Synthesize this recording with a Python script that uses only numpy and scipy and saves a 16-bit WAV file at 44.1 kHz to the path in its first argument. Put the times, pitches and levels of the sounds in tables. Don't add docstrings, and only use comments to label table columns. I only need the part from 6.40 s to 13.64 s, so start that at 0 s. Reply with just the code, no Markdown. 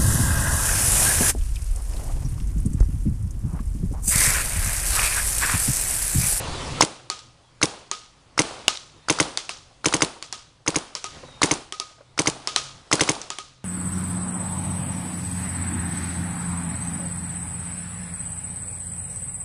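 import sys
import numpy as np
from scipy import signal
from scipy.io import wavfile
from scipy.ndimage import uniform_filter1d

SR = 44100
rng = np.random.default_rng(int(sys.argv[2]) if len(sys.argv) > 2 else 0)


def attenuation_scalar(level_db):
    decades = np.asarray(level_db, float) / 20
    return 10 ** decades


def output_pcm(signal):
    pcm = np.clip(np.atleast_2d(signal).T, -1, 1) * 32767
    wavfile.write(sys.argv[1], SR, np.round(pcm).astype(np.int16))


N = 319380


def evened(x):
    return x / np.sqrt(np.mean(x ** 2) + 1e-20)


def read(points, hz):
    f, value = np.transpose(points)
    return np.interp(np.log(hz + 1), np.log(f + 1), value)


def add(mix, s, sound):
    part = mix[round(s * SR):][:len(sound)]
    part += sound[:len(part)]


def bandpass(lo_hz, hi_hz, x):
    return signal.sosfilt(signal.butter(2, [lo_hz, hi_hz], "bandpass", fs=SR, output="sos"), x)


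def swept_sine(hz):
    return np.sin(2 * np.pi * np.cumsum(hz) / SR)


def ring(modes, detune):
    t = np.arange(round(SR * max(m[2] for m in modes))) / SR
    total = 0
    for hz, db, t60 in modes:
        pitch = hz * (1 + detune * rng.standard_normal())
        total = total + attenuation_scalar(db - 60 * t / t60) * np.sin(2 * np.pi * pitch * t)
    return total


def burst(lo_hz, hi_hz, rise, t60):
    t = np.arange(2000) / SR
    noise = evened(bandpass(lo_hz, min(hi_hz, SR / 2.1), rng.standard_normal(len(t))))
    return .5 * noise * (1 - np.exp(-t / rise)) * attenuation_scalar(-60 * t / t60)


def spike(width, overshoot):
    u = np.arange(60) / SR / width - 4
    return u * np.exp(.5 - u ** 2 / 2) * np.where(u > 0, overshoot, 1)


def patchy_noise(frames, bins, smooth_time, smooth_hz):
    a, b, patches = rng.standard_normal((frames, bins, 3)).T
    patches = uniform_filter1d(patches, size=smooth_time, axis=0)
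    patches = evened(uniform_filter1d(patches, size=smooth_hz, axis=1))
    return a + 1j * b, patches


def scatter(colour, decay, lumpy_db, onset):
    hz, t = np.fft.rfftfreq(256, 1 / SR), np.arange(480) * 64 / SR
    noise, lumps = patchy_noise(480, 129, 24, 3)
    start = read(colour, hz)[:, None]
    fall = 60 * t / read(decay, hz)[:, None]
    z = noise * attenuation_scalar(start - fall + lumpy_db * lumps)
    tail = signal.istft(z / np.linalg.norm(attenuation_scalar(start)) * 8, nperseg=256, noverlap=192)[1]
    return tail * (1 - np.exp(-np.arange(len(tail)) / SR / onset))


def after_shots(shape):
    out, curve = np.zeros(N), shape(np.arange(2 * SR) / SR)
    for shot in SHOTS:
        add(out, shot[0], curve)
    return out


# f/Hz, level per Hz/dB
YARD_COLOUR = [(8.8, -40), (15, 8.5), (65, -8), (126, 2), (176, -21), (245, -6.5), (298, -10), (451, -12.5),
               (533, -8), (595, -12.5), (1120, -11.5), (1570, -18.5), (3910, -19), (9470, -27.5),
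               (11200, -29.5), (14500, -68.5), (22000, -120)]


def yard():
    hz = np.fft.rfftfreq(1024, 1 / SR)
    noise, patches = patchy_noise(N // 256 + 5, 513, 12, 10)
    z = noise * attenuation_scalar(read(YARD_COLOUR, hz)[:, None] + 1.6 * patches)
    return attenuation_scalar(-57) * evened(signal.istft(z, nperseg=1024, noverlap=768)[1][:N])


# t/s, f/Hz, level/dB
ENGINE = [
    (0.399, 120.3, -57),
    (1.899, 115.8, -66.5),
    (4.099, 115.8, -65),
    (5.6, 119.8, -63.5),
    (6.2, 136, -50),
    (6.8, 135, -69),
    (7.2, 134.1, -56),
]


def drone():
    t, (s, hz, db) = np.arange(N) / SR, np.transpose(ENGINE)
    pitch, level = (evened(uniform_filter1d(rng.standard_normal(N), size=4000)) for _ in range(2))
    tone = swept_sine(np.interp(t, s, hz) * (1 + .02 * pitch))
    return attenuation_scalar(np.interp(t, s, db) + 2.5 * level) * tone


def wind():
    breeze_db, buffet_db, buffet_s = -65, -46, 0.044
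    low = evened(bandpass(14, 95, rng.standard_normal(N)))
    buffet = after_shots(lambda t: np.exp(-t / buffet_s))
    return (attenuation_scalar(breeze_db) + attenuation_scalar(buffet_db) * buffet) * low


# start t/s, end t/s, f/Hz, level/dB
BIRD_CALLS = [
    (1.01, 1.12, 3380, -66),
    (2.53, 2.69, 3680, -62.5),
    (4.83, 5.02, 3800, -52.5),
    (7.17, 7.24, 3950, -67),
]


def bird():
    out = np.zeros(N)
    for s, end, hz, db in BIRD_CALLS:
        t = np.arange(0, end - s, 1 / SR)
        wobble = evened(uniform_filter1d(rng.standard_normal(9000), size=200))[:len(t)]
        step_down = .022 * np.tanh((t / t[-1] - .42) / .06)
        call = swept_sine(hz * (1 - step_down + .013 * wobble))
        trill = 1 + 0.45 * np.sin(2 * np.pi * 45 * t)
        add(out, s, attenuation_scalar(db) * trill * call * signal.windows.tukey(len(t), .5))
    return out


def leak():
    centre_hz, half_width_hz, level_db, t60 = 9500, 300, -48, .5
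    fade = after_shots(lambda t: np.minimum(t / 0.011, 1) * attenuation_scalar(level_db - 60 * t / t60))
    return fade * evened(bandpass(centre_hz - half_width_hz, centre_hz + half_width_hz, rng.standard_normal(N)))


# f/Hz, level per Hz/dB
SHOT_ECHO_COLOUR = [(35, -47.5), (60, -13), (118, -4), (204, -6), (385, 3), (469, -2.5), (535, -4),
                    (759, -0.5), (1340, -5), (1670, -11), (4980, -10), (9590, -15), (11200, -31),
                    (14500, -75), (22000, -120)]
# f/Hz, t60/s
SHOT_ECHO_DECAY = [(100, 0.2), (400, 0.59), (1200, 0.51), (3000, 0.78), (6000, 0.61), (10000, 0.54)]
# f/Hz, level/dB
HOUSE_COLOUR = [(150, -17), (400, -1.5), (700, -2.5), (1250, -3.5), (1550, -9), (1900, -25.5), (4000, -59)]
# delay t/s, lowest f/Hz, highest f/Hz, level/dB
FENCE_SLAPS = [
    (.063, 1500, 6000, -30),
    (.095, 600, 1700, -33),
    (.178, 600, 1700, -36),
]


def shot_echoes():
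    far = np.zeros(N)
    for s, *_ in SHOTS:
        add(far, s + .004, attenuation_scalar(-48) * scatter(SHOT_ECHO_COLOUR, SHOT_ECHO_DECAY, 1.0, 0.00092))
        houses = scatter(HOUSE_COLOUR, [(100, 0.72), (4000, 0.6)], 3.6, 0.049)
        t = np.arange(len(houses)) / SR
        add(far, s + .02, attenuation_scalar(-55.0) * houses * np.exp(-(t / 0.32) ** 6))
        for late, lo_hz, hi_hz, slap_db in FENCE_SLAPS:
            add(far, s + late - .003, attenuation_scalar(slap_db) * burst(lo_hz, hi_hz, 0.0026, 0.037))
    return far


# t/s, level/dB, f/Hz
GEAR_KNOCKS = [
    (3.311, -49.5, 770),
    (4.834, -27.5, 530),
    (4.884, -32, 530),
    (5.511, -39, 644),
    (5.583, -40, 653),
    (5.607, -36, 570),
]
# t/s, level/dB, f/Hz
LIGHT_TICKS = [
    (0.7911, -30, 4570),
    (2.355, -23, 3390),
    (2.372, -20, 3870),
    (2.4984, -42, 3560),
    (6.7514, -24, 4890),
]


def debris():
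    out = np.zeros(N)
    for s, db, hz in GEAR_KNOCKS:
        add(out, s, attenuation_scalar(db - 7.5) * ring([(hz, 0, .05)], 0.0092))
        add(out, s, attenuation_scalar(db - 2.5) * burst(420, 1220, 0.0022, 0.066))
    for s, db, hz in LIGHT_TICKS:
        add(out, s, attenuation_scalar(db + 6) * burst(hz * .7, hz * 1.4, .0004, .012))
    return out


def shell_crack(hz):
    crack = burst(2200, 10000, .0002, .009)
    add(crack, .0001, .45 * spike(.00004, 0.93))
    add(crack, 0, -.6 * ring([(hz, 0, .008)], 0.015))
    return crack / abs(crack).max()


# f/Hz, level/dB, t60/s
TARGET_NOTES = [(1244.3, -0.5, 0.5), (1160, 6, .03), (392.5, -4.5, 0.087)]
# f/Hz, level/dB, t60/s
TWIN_NOTE = [(1266, -2.5, 0.285)]


def target_ring():
    damped_share, damp_s = .42, .043
    metal = ring(TARGET_NOTES, .001)
    add(metal, 0, -ring(TWIN_NOTE, .002))
    t = np.arange(len(metal)) / SR
    return metal * (damped_share + (1 - damped_share) * np.exp(-(t / damp_s) ** 4))


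# t/s, crack peak level/dB, crack f/Hz, ring level/dB, splash level/dB
BALL_STRIKES = [(0.7006, -9.5, 4530, -42, -36), (1.5143, -9, 6550, -42.5, -36.5),
                (2.2812, 4.5, 2885, -42, -29), (2.974, -7, 4480, -58, -35),
                (3.0931, -13, 2700, -52.5, -37.5), (3.8257, -16, 4390, -63, -43.5),
                (3.9266, -9.5, 5770, -51.5, -39), (4.5519, -10, 5520, -54.5, -37.5),
                (4.6423, -13.5, 5680, -43.5, -38.5), (5.324, -14, 3080, -45.5, -42),
                (5.3996, -10, 4930, -43.5, -39.5), (6.0737, -6.5, 5300, -43, -33.5),
                (6.1617, -2, 4030, -39.5, -28.5), (6.8163, -15.5, 5990, -62, -44.5),
                (6.9033, -11.5, 6770, -46, -38.5), (6.9862, -16, 3140, -46.5, -42)]
# f/Hz, level per Hz/dB
STRIKE_ECHO_COLOUR = [(200, -8.5), (450, -1), (800, -4.5), (1300, 0), (1800, -8.5), (3400, 0), (6000, -1),
                      (8500, -7.5), (10300, -12), (11200, -8)]
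# f/Hz, t60/s
STRIKE_ECHO_DECAY = [(300, 0.31), (1500, 0.53), (4000, 0.53), (7000, 0.5), (10000, 0.44)]


def strikes():
    out, t = np.zeros(N), np.arange(2000) / SR
    for s, db, hz, ring_db, splash_db in BALL_STRIKES:
        thud_db = splash_db + 7.5
        add(out, s - .0002, attenuation_scalar(db) * shell_crack(hz))
        add(out, s, attenuation_scalar(thud_db + 5.0) * burst(600, 1230, 0.0003, 0.037))
        add(out, s + .001, attenuation_scalar(ring_db + 9) * target_ring())
        add(out, s, attenuation_scalar(splash_db + 11.5) * burst(2000, 8000, 0.0022, 0.019))
        near_walls = burst(2000, 6500, .004, .3) * np.exp(-(t / .034) ** 6)
        add(out, s, attenuation_scalar(splash_db + 9) * near_walls)
        echoes = scatter(STRIKE_ECHO_COLOUR, STRIKE_ECHO_DECAY, 1.76, 0.0053)
        add(out, s + 0.0021, attenuation_scalar(splash_db - 15.5) * echoes)
    return out


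# f/Hz, level/dB, t60/s
STRIKER_NOTES = [(1246, -3.5, 0.0081), (700, -60.5, 0.002), (4770, -16.5, 0.026), (9300, -21, .01)]


def striker(near, s, db):
    hit = s - .01285
    add(near, hit - .0002, -attenuation_scalar(db) * ring(STRIKER_NOTES, 0.12))
    add(near, hit + .0008, attenuation_scalar(db - 3.0) * burst(3500, 7800, 0.0015, 0.016))
    add(near, hit + .001, attenuation_scalar(db / 2 - 20) * burst(300, 2500, .003, .15))
    add(near, hit - .003, attenuation_scalar(db - 27.0) * burst(1000, 5400, .0003, 0.018))


# f/Hz, level/dB, t60/s
POP_NOTES = [(2144, -4.5, 0.015), (2734, -15, 0.029), (1036, -21.5, 0.011), (5064, -9, 0.013),
             (9700, -21.5, 0.0089)]


def muzzle_pop(near, s, db, puff_db):
    add(near, s - .0002, attenuation_scalar(db + 1) * spike(.00006, .4))
    add(near, s, attenuation_scalar(db) * ring(POP_NOTES, 0.026))
    add(near, s, attenuation_scalar(db - 6) * burst(1200, 10000, 0.00017, 0.082))
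    add(near, s + .008, attenuation_scalar(db - 29.0) * burst(8800, 10300, 0.0036, 0.17))
    add(near, s + .0016, attenuation_scalar(puff_db + 2) * spike(.00009, .3))


# f/Hz, level/dB
BARREL_NOTES = [(311, -15.5), (385, -23), (455, -21), (538, -25), (630, -29.5), (810, -28), (950, -27),
                (1045, -28), (1140, -28.5)]


def barrel_boom():
    t = np.arange(1800) / SR
    boom = sum(attenuation_scalar(db) * np.sin(2 * np.pi * hz * t) for hz, db in BARREL_NOTES)
    boom *= (1 - 0.46 * np.exp(-t / .002)) * np.exp(-(t / 0.017) ** 2.6)
    thump = swept_sine(105 + 3600 * t) * (1 - np.exp(-t / 0.0024)) * np.exp(-(t / 0.02) ** 2.5)
    return boom + attenuation_scalar(-19.5) * thump


def valve_whistle():
    t = np.arange(1800) / SR
    glide = 6500 * (1 + .025 * rng.standard_normal()) * (1 - .06 * np.exp(-t / .001))
    whistle = swept_sine(glide)
    whistle += .3 * np.sin(2 * np.pi * 9500 * (1 + .03 * rng.standard_normal()) * t)
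    whistle += .8 * burst(5000, 10500, .0003, .1)[:len(t)]
    return whistle * np.minimum(t / .0002, 1) * np.exp(-(t / .0024) ** 3)


# muzzle pop t/s, pop level/dB, striker level/dB, second puff level/dB
SHOTS = [(0.4217, -4.5, 8, -20), (1.2285, -4.5, -8, -19), (1.9913, -3.5, -4, -9), (2.6983, -6, -6.5, -7),
         (2.8003, -5.5, -7.5, -4), (3.4574, -6.5, -8.5, -10), (3.5388, -7.5, -7.5, -6),
         (3.62, -5, -9, -6.5), (4.2768, -10, -15, -15), (4.358, -10, -13.5, -23), (5.031, -3.5, 0, -15),
         (5.1113, -7.5, -29, -10), (5.7908, -7, -11, -13), (5.872, -7, -9, -19), (6.5276, -4, -4, -10),
         (6.6084, -5, -7, -9), (6.69, -7, -10.5, -10)]


def marker():
    near, boom = np.zeros(N), barrel_boom()
    for s, db, striker_db, puff_db in SHOTS:
        whistle_db, return_db = -6 + 0.19 * db, -8 + 0.83 * db
        striker(near, s, striker_db)
        muzzle_pop(near, s, db, puff_db)
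        add(near, s + .0019, attenuation_scalar(db / 2 + 1.0) * boom)
        add(near, s + .0038, attenuation_scalar(whistle_db - 2) * valve_whistle())
        add(near, s + .0278 - .001, attenuation_scalar(return_db + 7) * burst(2500, 10000, .0006, .009))
    return signal.sosfilt(signal.butter(2, 85, "highpass", fs=SR, output="sos"), near)


# t/s, level/dB
CAMERA_GAIN = [(0, 26), (.41, 25.5), (.42, 0.5), (1.2, 1.5), (1.948, 2.5), (2.27, 11.5), (2.3, 2.5),
               (2.65, 5.5), (3.429, 4.5), (4.25, 1), (4.62, 0.5), (4.75, 17.5), (5.0, 11.5), (5.3, -1.5),
               (5.6, 2.5), (6.0, 1.5), (6.15, 11), (7.25, 1.5)]


def camera_gain():
    sag_db, sag_s = 1.5, 0.35
    sag = sag_db * after_shots(lambda t: t / sag_s * np.exp(1 - t / sag_s))
    return attenuation_scalar(np.interp(np.arange(N) / SR, *np.transpose(CAMERA_GAIN)) - sag)


def scene():
    lifted = camera_gain() * (yard() + leak() + shot_echoes())
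    return (lifted + drone() + wind() + bird() + debris() + strikes() + marker())[None]


def roll_off(x):
    return signal.sosfilt(signal.butter(12, 11330, fs=SR, output="sos"), x)


def record(dry):
    edge = signal.firwin(101, 10560, window=("kaiser", 8.0), fs=SR)
    mix = np.clip(signal.oaconvolve(dry, edge[None], "same"), -1, 1)
    return roll_off(mix)


dry = scene()
out = record(dry)
output_pcm(out)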